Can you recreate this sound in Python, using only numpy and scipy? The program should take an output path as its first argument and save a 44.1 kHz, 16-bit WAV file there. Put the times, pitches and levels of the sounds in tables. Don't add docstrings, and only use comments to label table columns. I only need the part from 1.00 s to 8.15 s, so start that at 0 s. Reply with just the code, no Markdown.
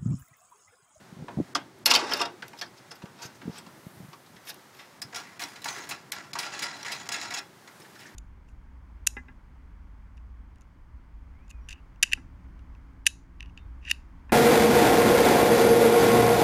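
import sys
import numpy as np
from scipy import signal
from scipy.fft import rfft, irfft
from scipy.io import wavfile
from scipy.ndimage import uniform_filter1d, minimum_filter1d

SR = 44100
rng = np.random.default_rng(int(sys.argv[2]) if len(sys.argv) > 2 else 0)


def store_wav(level_fs):
    pcm = np.round(np.clip(np.atleast_2d(level_fs), -1, 1) * 32767)
    wavfile.write(sys.argv[1], SR, pcm.T.astype(np.int16))


def invert_db(x):
    u = np.asarray(x, float) / 20
    return 10 ** u


N = 315315

SPLITS_HZ = (2000, 7000)



def bolt_in_strap():
    # t/s, peak level/dB, hardness/dB, chatter t60/s, ring f/Hz
    touches = [(0.2815, -54.5, -28, 0.038, 800), (0.5493, -18, -4.5, 0.058, 3400),
               (0.8574, -2, 16, 0.031, 4300), (0.9484, -8.5, 7.5, 0.057, 3030),
               (1.4216, -36, -7, 0.054, 1870), (1.4797, -34, 21, 0.025, 1110),
               (1.531, -42.5, -11.5, 0.033, 2210), (1.574, -47, 15, 0.1, 5000),
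               (1.5872, -40.5, 7, 0.1, 5350), (1.6116, -27, 0.5, 0.084, 4380),
               (2.0187, -44, -8, 0.036, 1010), (2.0552, -38, -9, 0.025, 750),
               (2.4137, -51, -15.5, 0.046, 1570), (2.6635, -41.5, -5, 0.063, 1130),
               (3.1293, -38, -0.5, 0.051, 1130), (3.4997, -26, 15, 0.034, 4100),
               (3.5414, -54, 39.5, 0.029, 929)]
    # t/s, peak level/dB, hardness/dB, chatter t60/s, ring f/Hz
    drags = [(0.9015, -6.5, 13, 0.047, 5050), (0.9098, 3.5, 13, 0.021, 2850),
             (0.9364, -24, 18, 0.026, 2700), (0.9565, -6, 14, 0.026, 2840), (1.0625, -56, 3, 0.039, 1200),
             (1.1089, -24.5, -7, 0.053, 1290), (1.1333, 4.5, 22, 0.012, 4560),
             (1.1677, -27, 33, 0.023, 902), (1.1897, -29, 4, 0.075, 2770), (1.2106, -2.5, 7, 0.026, 1200),
             (1.2521, -11.5, 1.5, 0.024, 870), (1.7699, -44, 11, 0.07, 931),
             (1.9085, -29.5, -8, 0.041, 5100), (1.9494, -43, 29, 0.041, 4870), (2.216, -38, 2, 0.082, 6300),
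             (2.2494, -36, 25, 0.052, 6300), (2.3494, -48, 20, 0.064, 902), (2.578, -33, 22.5, 0.031, 8000),
             (3.3618, -39, -1, 0.038, 1930), (3.7858, -45, 0, 0.12, 2010)]
    # t of hardest push/s, level/dB, rise of 20 dB/s, fall of 20 dB/s, hardness/dB
    rasp = [
        (0.864, -17, 0.003, 0.04, 15),
        (0.945, -27, 0.3, 0.14, -11),
        (1.115, -31, 0.1, 0.3, -3),
        (1.24, -43, 0.1, 0.08, -13),
        (2.232, -38, 0.055, 0.06, 7),
        (2.58, -41, 0.11, 0.035, 6),
        (3.495, -40, 0.07, 0.025, 20),
        (3.75, -51, 0.04, 0.3, 10),
    ]
    # f/Hz, width/Hz, level above the body colour/dB
    strap_modes = [(904, 60, 7), (1210, 90, 3), (1530, 50, 5), (2240, 30, 4), (2620, 30, 5), (2790, 45, 9),
                   (3310, 110, 6), (3660, 130, 4), (4190, 30, 0), (4600, 70, 3), (5080, 40, 1),
                   (5290, 130, 2), (5850, 40, 5), (6670, 160, 5), (8930, 60, 4), (12700, 220, 4)]
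    # f/Hz, level/dB
    strap_body = [(150, -20.5), (250, 2), (816, 4), (906, 6), (1850, 5), (2710, 9), (3120, 7), (5160, 12.5),
                  (7440, -7.5), (14400, 0.5), (16000, -33)]

    knock, knock_ring = chatter(touches, (-0.26, 1.1741, -17.5, 0.88),
                                crest_db=8.0, rise_s=0.0012, ring_db=-1.0, width_hz=260)
    drag, drag_ring = chatter(drags, (-0.5, 1.02, -20.5, 0.9058),
                              crest_db=5.0, rise_s=0.0086, ring_db=9.5, width_hz=490)
    slide = sliding(rasp, (-1.05, 0.3, -15.5, 1.2638), (0.17, 0.81), catch_db=2.0, catch_hz=61.3)
    force = knock + drag + slide * invert_db(-8.5)
    strap = metal(force, strap_modes, strap_body, per_s=6000, spread_db=1.5, wander_db=2.5)
    return knock_ring + drag_ring + strap


def nut_on_thread():
    # t/s, peak level/dB, hardness/dB, chatter t60/s, ring f/Hz
    knocks = [(4.0166, -24, 11.5, 0.054, 5070), (4.1235, -38, -14.5, 0.064, 2027),
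              (4.1569, -28, 5.5, 0.15, 5620), (4.3934, -18.5, 6, 0.019, 2300), (4.642, -20, 7, 0.029, 6600),
              (4.6564, -28, -24, 0.02, 1080), (4.8889, -31, 15.5, 0.09, 1060),
              (5.1185, -18, 13, 0.025, 1480), (5.157, -43, 16, 0.017, 1360), (5.3315, -23, 7, 0.035, 5000),
              (5.3524, -27.5, -11.5, 0.045, 1110), (5.3865, -27.5, 9.5, 0.15, 3800),
              (5.5897, -23.5, 5, 0.033, 5730), (5.8287, -21, 7, 0.014, 5650),
              (5.8475, -35.5, -1.5, 0.15, 1070), (6.0887, -14.5, 4, 0.016, 6770),
              (6.119, -28.5, 15, 0.074, 5120), (6.3051, -25, 3.32, 0.021, 1950),
              (6.6747, -41.5, -3, 0.074, 2170), (6.799, -47.5, 14, 0.057, 9000)]
    # t/s, peak level/dB, hardness/dB, chatter t60/s, ring f/Hz
    wobbles = [(4.143, -25.5, 5, 0.045, 5340), (4.4152, -23.5, 0.5, 0.051, 4080),
               (4.434, -22, 6, 0.037, 5530), (4.5555, -33, -3, 0.055, 1610), (4.6164, -35, 11, 0.043, 4000),
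               (4.6822, -15.5, 4, 0.028, 4240), (4.907, -25, -4, 0.083, 2560), (5.4251, -33, 1, 0.17, 2610),
               (5.5164, -41, 2, 0.34, 1330), (5.6186, -22.5, 5.5, 0.12, 1670),
               (5.7663, -43, 15, 0.03, 1950), (5.916, -26.5, 7.5, 0.093, 4070),
               (6.0541, -45, 17.5, 0.0145, 1900), (6.1404, -14, 4, 0.022, 2070),
               (6.2114, -18, 1, 0.025, 1960), (6.2484, -49, 2, 0.024, 1960), (6.336, -22.5, 5, 0.062, 6730),
               (6.385, -13, 8.5, 0.018, 5170), (6.99, -54, 12, 0.29, 1690)]
    # t of the flick/s, level/dB, rise of 20 dB/s, fall of 20 dB/s, hardness/dB
    spin = [(4.15, -47, 0.02, 0.55, 8), (4.4, -41.5, 0.003, 0.36, 12), (4.655, -35, 0.004, 0.43, 11),
            (4.91, -42.5, 0.012, 0.155, 8), (5.128, -37, 0.004, 0.15, 3), (5.39, -41.5, 0.08, 1.5, -2),
            (5.603, -39, 0.004, 0.6, -4), (5.849, -38.5, 0.003, 0.9, 4), (6.119, -33, 0.003, 0.4, 1),
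            (6.384, -33, 0.09, 0.022, 3), (6.85, -61, 0.8, 1.2, 14), (7.026, -54, 0.15, 0.21, 4)]
    # f/Hz, width/Hz, level above the body colour/dB
    nut_modes = [(760, 50, -2), (1060, 45, 2), (1400, 50, 3), (1670, 55, 5), (1960, 90, 3), (2260, 30, 4),
                 (2650, 50, 5), (3380, 50, 5), (4020, 120, 7), (4960, 60, 7), (5350, 80, 6), (6020, 50, 3),
                 (6770, 90, 8), (7830, 50, 4), (9160, 300, 4), (11900, 70, 5)]
    # f/Hz, level/dB
    nut_body = [(90, -37), (290, -4.5), (500, -10.5), (800, 3.5), (1510, 3), (1980, 4), (2890, 1),
                (3980, -1), (4660, 1), (6900, -4), (7530, -4.5), (16000, -12.5)]
    # t/s, ring level/dB
    freeing = [
        (4.0, -2),
        (5.3, 0),
        (5.7, 3),
        (6.4, 4),
        (6.5, -3),
    ]

    knock, knock_ring = chatter(knocks, (1.1, 0.7472, -12, 1.03),
                                crest_db=9.0, rise_s=0.0018, ring_db=0.5, width_hz=240)
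    wobble, wobble_ring = chatter(wobbles, (-3, 1, -14, 1.31),
                                  crest_db=8.5, rise_s=0.004, ring_db=3.0, width_hz=240)
    slide = sliding(spin, (-2.5, 0.15, -27, 2.02), (0.24, 0.7), catch_db=2.5, catch_hz=60.5)
    force = (knock + wobble + slide * invert_db(-7.0)) * hanging()
    free_db = np.interp(np.arange(N) / SR, *np.transpose(freeing))
    nut = metal(force, nut_modes, nut_body, per_s=4500, spread_db=3.5, wander_db=2.0, free_db=free_db)
    return knock_ring + wobble_ring + nut


def hanging():
    # t/s, level lost/dB
    stalls = [
        (5.585, 0),
        (5.822, -1),
        (5.843, 7),
        (6.11, 0.5),
        (6.296, 9),
        (6.33, -1),
    ]
    stall_s = 0.0095
    t = np.arange(N) / SR
    return invert_db(-sum(db * np.exp(-((t - s) / stall_s) ** 2) for s, db in stalls))


def ringing_spots():
    # t/s, peak level/dB, ring f/Hz, t60/s
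    bolt_rings = [(0.550, -18, 5050, 0.045), (0.556, -29, 3050, 0.088), (0.552, -14.5, 1170, 0.064),
                  (0.283, -36, 1200, 0.053), (0.907, -26.5, 2720, 0.036), (0.938, -9.5, 3680, 0.043),
                  (0.959, -24, 2747, 0.029), (0.959, -5.5, 4660, 0.032), (0.912, -16, 1070, 0.18),
                  (0.99, -22.5, 1050, 0.22), (1.120, -21, 3140, 0.05), (1.204, -16, 1110, 0.09),
                  (1.423, -31, 1530, 0.069), (1.423, -49, 3470, 0.055), (1.588, -32, 5080, 0.059),
                  (1.613, -31, 4160, 0.085), (1.62, -25.5, 1700, 0.08), (1.66, -46, 4900, .08),
                  (1.908, -40, 5240, 0.14), (1.915, -45, 9100, .04), (2.415, -58, 1550, .08),
                  (2.58, -46, 1590, 0.099), (3.13, -38.5, 1120, 0.1), (3.49, -32.5, 1700, 0.095)]
    # t/s, peak level/dB, ring f/Hz, t60/s
    nut_rings = [(4.017, -28.5, 5150, 0.096), (4.017, -35, 1810, 0.069), (4.25, -47, 1970, 0.73),
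                 (4.69, -34, 6200, 0.36), (4.75, -41, 1930, 0.44), (4.80, -40.5, 6610, 0.18),
                 (5.119, -27, 1930, 0.044), (5.119, -29, 5350, .06), (5.119, -27, 11800, 0.078),
                 (5.185, -42, 1810, 0.215), (5.592, -36.5, 5630, .05), (5.617, -33, 1950, 0.17),
                 (5.828, -31, 5630, 0.029), (5.895, -34, 1950, 0.37), (5.918, -43, 4100, 0.041),
                 (5.93, -38, 2330, 0.24), (6.12, -33, 6800, .2), (6.12, -38, 5070, .15),
                 (6.2, -39, 6860, 0.235), (6.155, -40, 2010, 0.6), (6.31, -35.5, 1990, 0.26),
                 (6.338, -38, 6600, 0.17), (6.384, -26, 4000, 0.045), (6.678, -56, 2120, 0.077),
                 (6.817, -42.5, 5350, 0.067), (6.848, -41, 1710, 0.075), (6.958, -37.5, 1570, 0.059),
                 (6.99, -45, 5200, 0.052), (7.015, -41, 2100, 0.13), (7.052, -42, 1780, 0.3)]
    # t/s, peak level/dB, centre f/Hz, t60/s
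    rubs = [(0.549, -16.5, 5200, 0.061), (0.57, -46, 3180, 0.15), (0.985, -26.5, 4170, 0.17),
            (1.11, -47, 7400, 0.086), (1.21, -27, 7500, 0.049), (3.26, -47, 4000, .08),
            (3.362, -46, 3500, 0.088), (3.47, -36, 2420, 0.18), (5.387, -21, 4500, 0.065),
            (5.591, -26, 5500, 0.043), (5.607, -36, 2500, .15), (0.937, -4, 4200, .04),
            (1.087, -36, 3020, 0.12), (1.422, -35.5, 2630, 0.079), (1.586, -39, 5200, .06),
            (1.77, -47, 5000, 0.086), (2.02, -41, 2500, 0.064), (0.787, -46, 12000, .02),
            (2.345, -51, 6030, 0.14), (2.414, -41.5, 2200, .1), (2.525, -48, 4600, 0.22),
            (2.555, -43.5, 2200, 0.26), (2.665, -52, 3500, .08), (3.13, -45, 2780, 0.092),
            (4.50, -53, 5000, .1), (5.20, -49, 5000, .05), (5.687, -46.5, 6000, .06),
            (5.848, -36, 1200, 0.16), (6.306, -44, 3200, 0.042), (6.815, -39, 1800, .04),
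            (6.845, -48, 2400, 0.1), (6.95, -49, 4550, 0.12), (6.99, -47, 1770, 0.5),
            (7.05, -54, 2000, 0.24), (7.06, -44.5, 5500, 0.13)]
    # t/s, peak level/dB, ring f/Hz, t60/s
    hums = [(0.93, -46, 380, 0.29), (1.02, -26.5, 373, 0.19), (1.11, -36, 380, 0.44), (1.2, -28, 370, 0.19),
            (1.3, -40.5, 356, 0.47), (2.04, -38, 660, 0.069), (2.425, -38, 248, 0.14),
            (2.47, -30.5, 434, 0.11), (4.42, -42, 342, 0.2), (4.76, -39, 385, 0.3), (5.6, -41, 330, .2)]

    rings = free_rings(bolt_rings, width_hz=240, rise_s=0.00028)
    rings += free_rings(nut_rings, width_hz=560, rise_s=0.0012)
    rings += free_rings(rubs, width_hz=2900, rise_s=0.0028)
    rings += free_rings(hums, width_hz=120, rise_s=0.0042)
    return crest_ticks() + rings + snaps()


def crest_ticks():
    # t/s, peak level/dB, ring t60/s
    ticks = [(0.8527, -27, 0.03), (0.9894, -33, 0.03), (1.0034, -35, 0.03), (1.0141, -32, 0.03),
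             (1.0274, -40, 0.03), (1.036, -37, 0.03), (1.063, -52, 0.027), (1.0839, -43, 0.03),
             (1.0954, -42, 0.025), (1.1094, -22, 0.027), (1.1214, -23, 0.021), (1.1343, -13.5, 0.027),
             (1.1707, -28.5, 0.026), (1.2036, -19, 0.031), (1.2133, -21, 0.025), (1.2234, -27, 0.03),
             (1.2454, -39, 0.03), (1.2521, -25, 0.025), (1.7699, -57, 0.03), (1.7838, -47, 0.03)]
    mode_hz, spread, level_db = 5200, 0.025, -1.0
    out, t = np.zeros(N + SR), np.arange(SR // 20) / SR
    for s, peak_db, t60 in ticks:
        hz = mode_hz * (1 + spread * rng.standard_normal())
        envelope = (1 - np.exp(-t / 0.00094)) * invert_db(peak_db + level_db - 60 * t / t60)
        out[round(s * SR):][:len(t)] += np.sin(2 * np.pi * hz * t) * envelope
    return out[:N]


def snaps():
    # t/s, peak level/dB
    cracks = [(1.422, -27), (1.533, -34), (1.612, -17), (2.414, -43), (2.664, -39), (3.131, -40),
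              (4.02, -30), (4.642, -22), (4.657, -24), (4.891, -30), (5.12, -16), (5.332, -18),
              (5.592, -22), (5.691, -32), (5.767, -26), (5.848, -20), (5.918, -20), (6.117, -20),
              (6.253, -31), (6.307, -29), (6.675, -29), (7.016, -34)]
    level_db, centre_hz, t60_s = -10.5, 2300, 0.024
    rows = [(s, db + level_db, centre_hz, t60_s) for s, db in cracks]
    return free_rings(rows, width_hz=3200, rise_s=0.00018)


def free_rings(rows, width_hz, rise_s):
    out, t = np.zeros(N + SR), np.arange(SR // 4) / SR
    for s, peak_db, hz, t60 in rows:
        rub = resonance(rng.standard_normal(len(t)), hz, width_hz)
        rub = rms_one(resonance(rub, hz, width_hz))
        envelope = (1 - np.exp(-t / rise_s)) * invert_db(peak_db - 6 - 60 * t / t60)
        out[round(s * SR):][:len(t)] += rub * envelope
    return out[:N]


def chatter(events, law, crest_db, rise_s, ring_db, width_hz):
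    force, rings = np.zeros((3, N)), np.zeros(N)
    t = np.arange(SR // 8) / SR
    lows_late = 1 - np.exp(-t / 0.0064)
    for s, peak_db, hardness_db, t60, hz in events:
        dull_db, bright_db = shares(hardness_db, law)
        span = slice(round(s * SR), round(s * SR) + len(t))
        shape = (1 - np.exp(-(t / rise_s) ** 2)) * invert_db(peak_db - crest_db - 60 * t / t60)
        force[0, span] += shape * invert_db(dull_db) * lows_late
        force[1, span] += shape
        force[2, span] += shape * invert_db(bright_db)
        strength = invert_db(ring_db + dull_db * (hz < SPLITS_HZ[0])) * np.sqrt(SR / (np.pi * width_hz))
        ring = resonance(shape * rng.standard_normal(len(t)), hz, width_hz)
        rings[span] += strength * softened(ring, hz)
    return force, rings


def sliding(strokes, law, slowing, catch_db, catch_hz):
    force, t = np.zeros((3, N)), np.arange(N) / SR
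    pushes = [-1] + [row[0] for row in strokes] + [N / SR + 1]
    for (s, level_db, rise_s, fall_s, hardness_db), start, stop in zip(strokes, pushes, pushes[2:]):
        drop_db = 20 * np.maximum((s - t) / rise_s, (t - s) / fall_s)
        slowed_db = np.minimum(drop_db, 40)
        dull_db, bright_db = shares(hardness_db, law)
        between_pushes = np.clip(np.minimum(t - start, stop - t) / 0.0029, 0, 1)
        push = between_pushes * invert_db(level_db - drop_db)
        force[0] += push * invert_db(dull_db + slowing[0] * slowed_db)
        force[1] += push
        force[2] += push * invert_db(bright_db - slowing[1] * slowed_db)
    return force * invert_db(catch_db * drift(catch_hz))


def shares(hardness_db, law):
    return law[0] - law[1] * hardness_db, law[2] + law[3] * hardness_db


def metal(force, modes, spectrum, per_s, spread_db, wander_db, free_db=0):
    contacts, other_contacts = grains(per_s, spread_db), grains(per_s, spread_db)
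    click = coloured(np.r_[1, np.zeros(SR // 10)], spectrum)
    drive, out = [], np.zeros(N)
    edges = [(SPLITS_HZ[0], "low"), (SPLITS_HZ, "band"), (SPLITS_HZ[1], "high")]
    for part_force, (edge_hz, kind) in zip(force, edges):
        part = signal.sosfilt(signal.butter(3, edge_hz, kind, fs=SR, output="sos"), click)
        drive.append(part_force / np.sqrt(np.sum(part ** 2)))
        out += signal.fftconvolve(drive[-1] * contacts, part)[:N]

    freedom = invert_db(1.5 * wander_db * drift(14))
    body_hz, body_db = np.transpose(spectrum)
    for hz, width_hz, above_db in modes:
        mode_freedom = np.roll(freedom, rng.integers(N)) * invert_db(free_db * (hz > 1800))
        strikes = drive[np.searchsorted(SPLITS_HZ, hz)] * other_contacts * mode_freedom
        mode_db = np.interp(np.log(hz), np.log(body_hz), body_db) + above_db - 2
        out += invert_db(mode_db) * softened(resonance(strikes, hz, 1.5 * width_hz), hz)
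    return out


def grains(per_s, spread_db):
    sizes = invert_db(spread_db * np.minimum(rng.exponential(1, N), 4)) * rng.choice([-1, 1], N)
    return rms_one(sizes * (rng.random(N) < per_s / SR))


def resonance(x, hz, width_hz):
    r, w = np.exp(-np.pi * width_hz / SR), 2 * np.pi * hz / SR
    return signal.lfilter([(1 - r * r) / 2, 0, (r * r - 1) / 2], [1, -2 * r * np.cos(w), r * r], x + 1e-18)


def softened(x, hz):
    return signal.lfilter(*signal.butter(1, min(2.5 * hz, 0.45 * SR), fs=SR), x)


def coloured(x, spectrum):
    size = 4096
    hz = np.maximum(np.arange(size // 2 + 1) * SR / size, 1)
    point_hz, point_db = np.transpose(spectrum)
    level_db = np.maximum(np.interp(np.log(hz), np.log(point_hz), point_db), -90)
    cepstrum = irfft(np.log(invert_db(level_db)))
    cepstrum[1:size // 2] *= 2
    cepstrum[size // 2 + 1:] = 0
    return signal.fftconvolve(x, irfft(np.exp(rfft(cepstrum))))[:len(x)]


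def drift(rate_hz):
    r = np.exp(-2 * np.pi * rate_hz / SR)
    slow = signal.lfilter([1], [1, -2 * r, r * r], rng.standard_normal(N + SR))[SR:]
    return rms_one(slow - slow.mean())


def rms_one(x):
    return x / np.sqrt(np.mean(x ** 2) + 1e-20)


def engine_bay(x):
    t60_s, level_db, cut_hz = 0.2, -8, 670
    t = np.arange(SR // 4) / SR
    tail = rng.standard_normal(len(t)) * invert_db(-60 * t / t60_s) * np.clip(t / 0.0057, 0, 1)
    tail = signal.sosfilt(signal.butter(1, cut_hz, fs=SR, output="sos"), tail)
    return invert_db(level_db) * signal.fftconvolve(x, tail / np.sqrt(np.sum(tail ** 2)))[:N]


def wind_bumps():
    # t/s, peak level/dB, f/Hz, t60/s
    eddies = [(0.125, -44, 172, 0.038), (0.166, -50, 188, 0.081), (0.188, -46, 142, 0.12),
              (0.209, -42, 159, 0.0163), (0.221, -40, 155, 0.1), (0.243, -31.5, 172, 0.0097),
              (0.371, -30.5, 168, 0.08), (0.386, -26, 199, 0.036), (0.4, -22.5, 286, 0.032),
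              (0.408, -32, 168, 0.048), (2.038, -37, 176, 0.033), (2.251, -47, 129, 0.068),
              (2.454, -42, 178, 0.078), (2.478, -28, 231, 0.022), (2.494, -35.5, 169, 0.037),
              (2.67, -51, 219, 0.05), (2.866, -38, 165, 0.027), (2.969, -51, 124, 0.074),
              (3.002, -45, 172, 0.072), (3.028, -47, 136, 0.048), (3.045, -47, 166, 0.051),
              (3.084, -49.5, 149, 0.064), (4.048, -53, 141, 0.12)]
    puff_cut_hz, port_cut_hz = 770, 81
    out, t = np.zeros(N + SR), np.arange(SR // 4) / SR
    for s, peak_db, hz, t60 in eddies:
        turns = hz * (t + 0.00019 * (1 - np.exp(-t / 0.00035)))
        puff = rms_one(resonance(rng.standard_normal(len(t)), hz=420, width_hz=600))
        swing = np.sin(2 * np.pi * turns) + invert_db(-17.0) * puff
        envelope = invert_db(peak_db + 12.0 - 60 * t / t60) * (1 - np.exp(-t / 0.00075))
        out[round(s * SR):][:len(t)] += envelope * swing
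    dull = signal.sosfilt(signal.butter(4, puff_cut_hz, fs=SR, output="sos"), out[:N])
    return signal.sosfilt(signal.butter(2, port_cut_hz, "high", fs=SR, output="sos"), dull)


def outdoors():
    # f/Hz, level/dB
    air = [(250, -26.5), (400, -2.5), (800, -0.5), (1200, -2), (2000, -4.5), (2600, -10.5), (4000, -11.5),
           (6300, -13.5), (10000, -20), (13000, -25.5), (15600, -25), (16500, -10)]
    # t/s, rumble level/dB
    gust = [(0.0, -56.5), (0.32, -51), (0.72, -54), (1.1, -55), (1.71, -58.5), (2.63, -55), (3.62, -60.5),
            (4.86, -57.5), (6.0, -55), (6.6, -58), (7.15, -55.5)]
    # f/Hz, level/dB
    rumble_colour = [(12, -96), (20, -55), (90, -8), (123, 0), (206, -1), (300, -4.5), (387, -1.5),
                     (425, -14), (500, -13.5), (650, -16), (1100, -120)]
    # t/s, level/dB, fade of 10 dB either side/s
    rustle = [
        (2.93, -66, 0.3),
        (3.5, -72, 3),
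        (6.9, -70, 1.5),
    ]

    t = np.arange(N) / SR
    traffic = invert_db(-54.5 + 0.8 * drift(2.2)) * rms_one(coloured(rng.standard_normal(N), air))
    rumble_db = np.interp(t, *np.transpose(gust)) + 1.6 * drift(12)
    rumble = invert_db(rumble_db) * rms_one(coloured(rng.standard_normal(N), rumble_colour))
    hiss = signal.butter(2, [8000, 15000], "band", fs=SR, output="sos")
    leaves = rms_one(signal.sosfilt(hiss, rng.standard_normal(N)))
    stirring = sum(invert_db(db - 10 * abs(t - s) / fade_s) for s, db, fade_s in rustle)
    return traffic + rumble + stirring * leaves


def scene():
    hands = bolt_in_strap() + nut_on_thread()
    mix = hands + engine_bay(hands) + wind_bumps() + outdoors() + ringing_spots()
    return mix[None]


def hush_before_attacks(x, ahead_s, jump_db, depth_db):
    treble = signal.sosfiltfilt(signal.butter(2, 1800, "high", fs=SR, output="sos"), x)
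    level_db = 10 * np.log10(uniform_filter1d(treble ** 2, size=88) + 1e-12)
    ahead = int(ahead_s * SR)
    coming_db = -minimum_filter1d(-level_db, size=ahead, origin=-(ahead // 2))
    hush = uniform_filter1d(np.clip((coming_db - level_db - jump_db) / 4, 0, 1), size=44)
    return x - treble * (1 - invert_db(-depth_db * hush))


def starve_treble(x, from_hz, loud_db, share):
    hz, _, cells = signal.stft(x[0], SR, nperseg=512)
    level_db = 10 * np.log10(np.sum(abs(cells[hz > 600]) ** 2, axis=0) + 1e-12)
    luck = rng.standard_normal((len(hz) // 3 + 1, cells.shape[1]))
    luck = rms_one(uniform_filter1d(luck, size=12))
    luck = np.repeat(luck, 3, axis=0)[:len(hz)]
    high = np.clip((hz[:, None] - from_hz) / 4000, 0, 1)
    loud = np.clip((level_db - loud_db) / 8, 0, 1)
    emptied = (luck > 3 - share * high * loud) & (hz[:, None] < 15000)
    return signal.istft(cells * np.where(emptied, 0.05, 1), SR, nperseg=512)[1][None, :N]


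def top_cut(x):
    return signal.sosfilt(signal.butter(12, 16980, fs=SR, output="sos"), x)


def record(dry):
    hushed = hush_before_attacks(dry, ahead_s=0.012, jump_db=17, depth_db=14)
    starved = starve_treble(hushed, from_hz=8500, loud_db=-52, share=2.8)
    mix = signal.sosfilt(signal.cheby2(18, 50, 16050, fs=SR, output="sos"), starved)
    return top_cut(mix)


dry = scene()
out = record(dry)
store_wav(out)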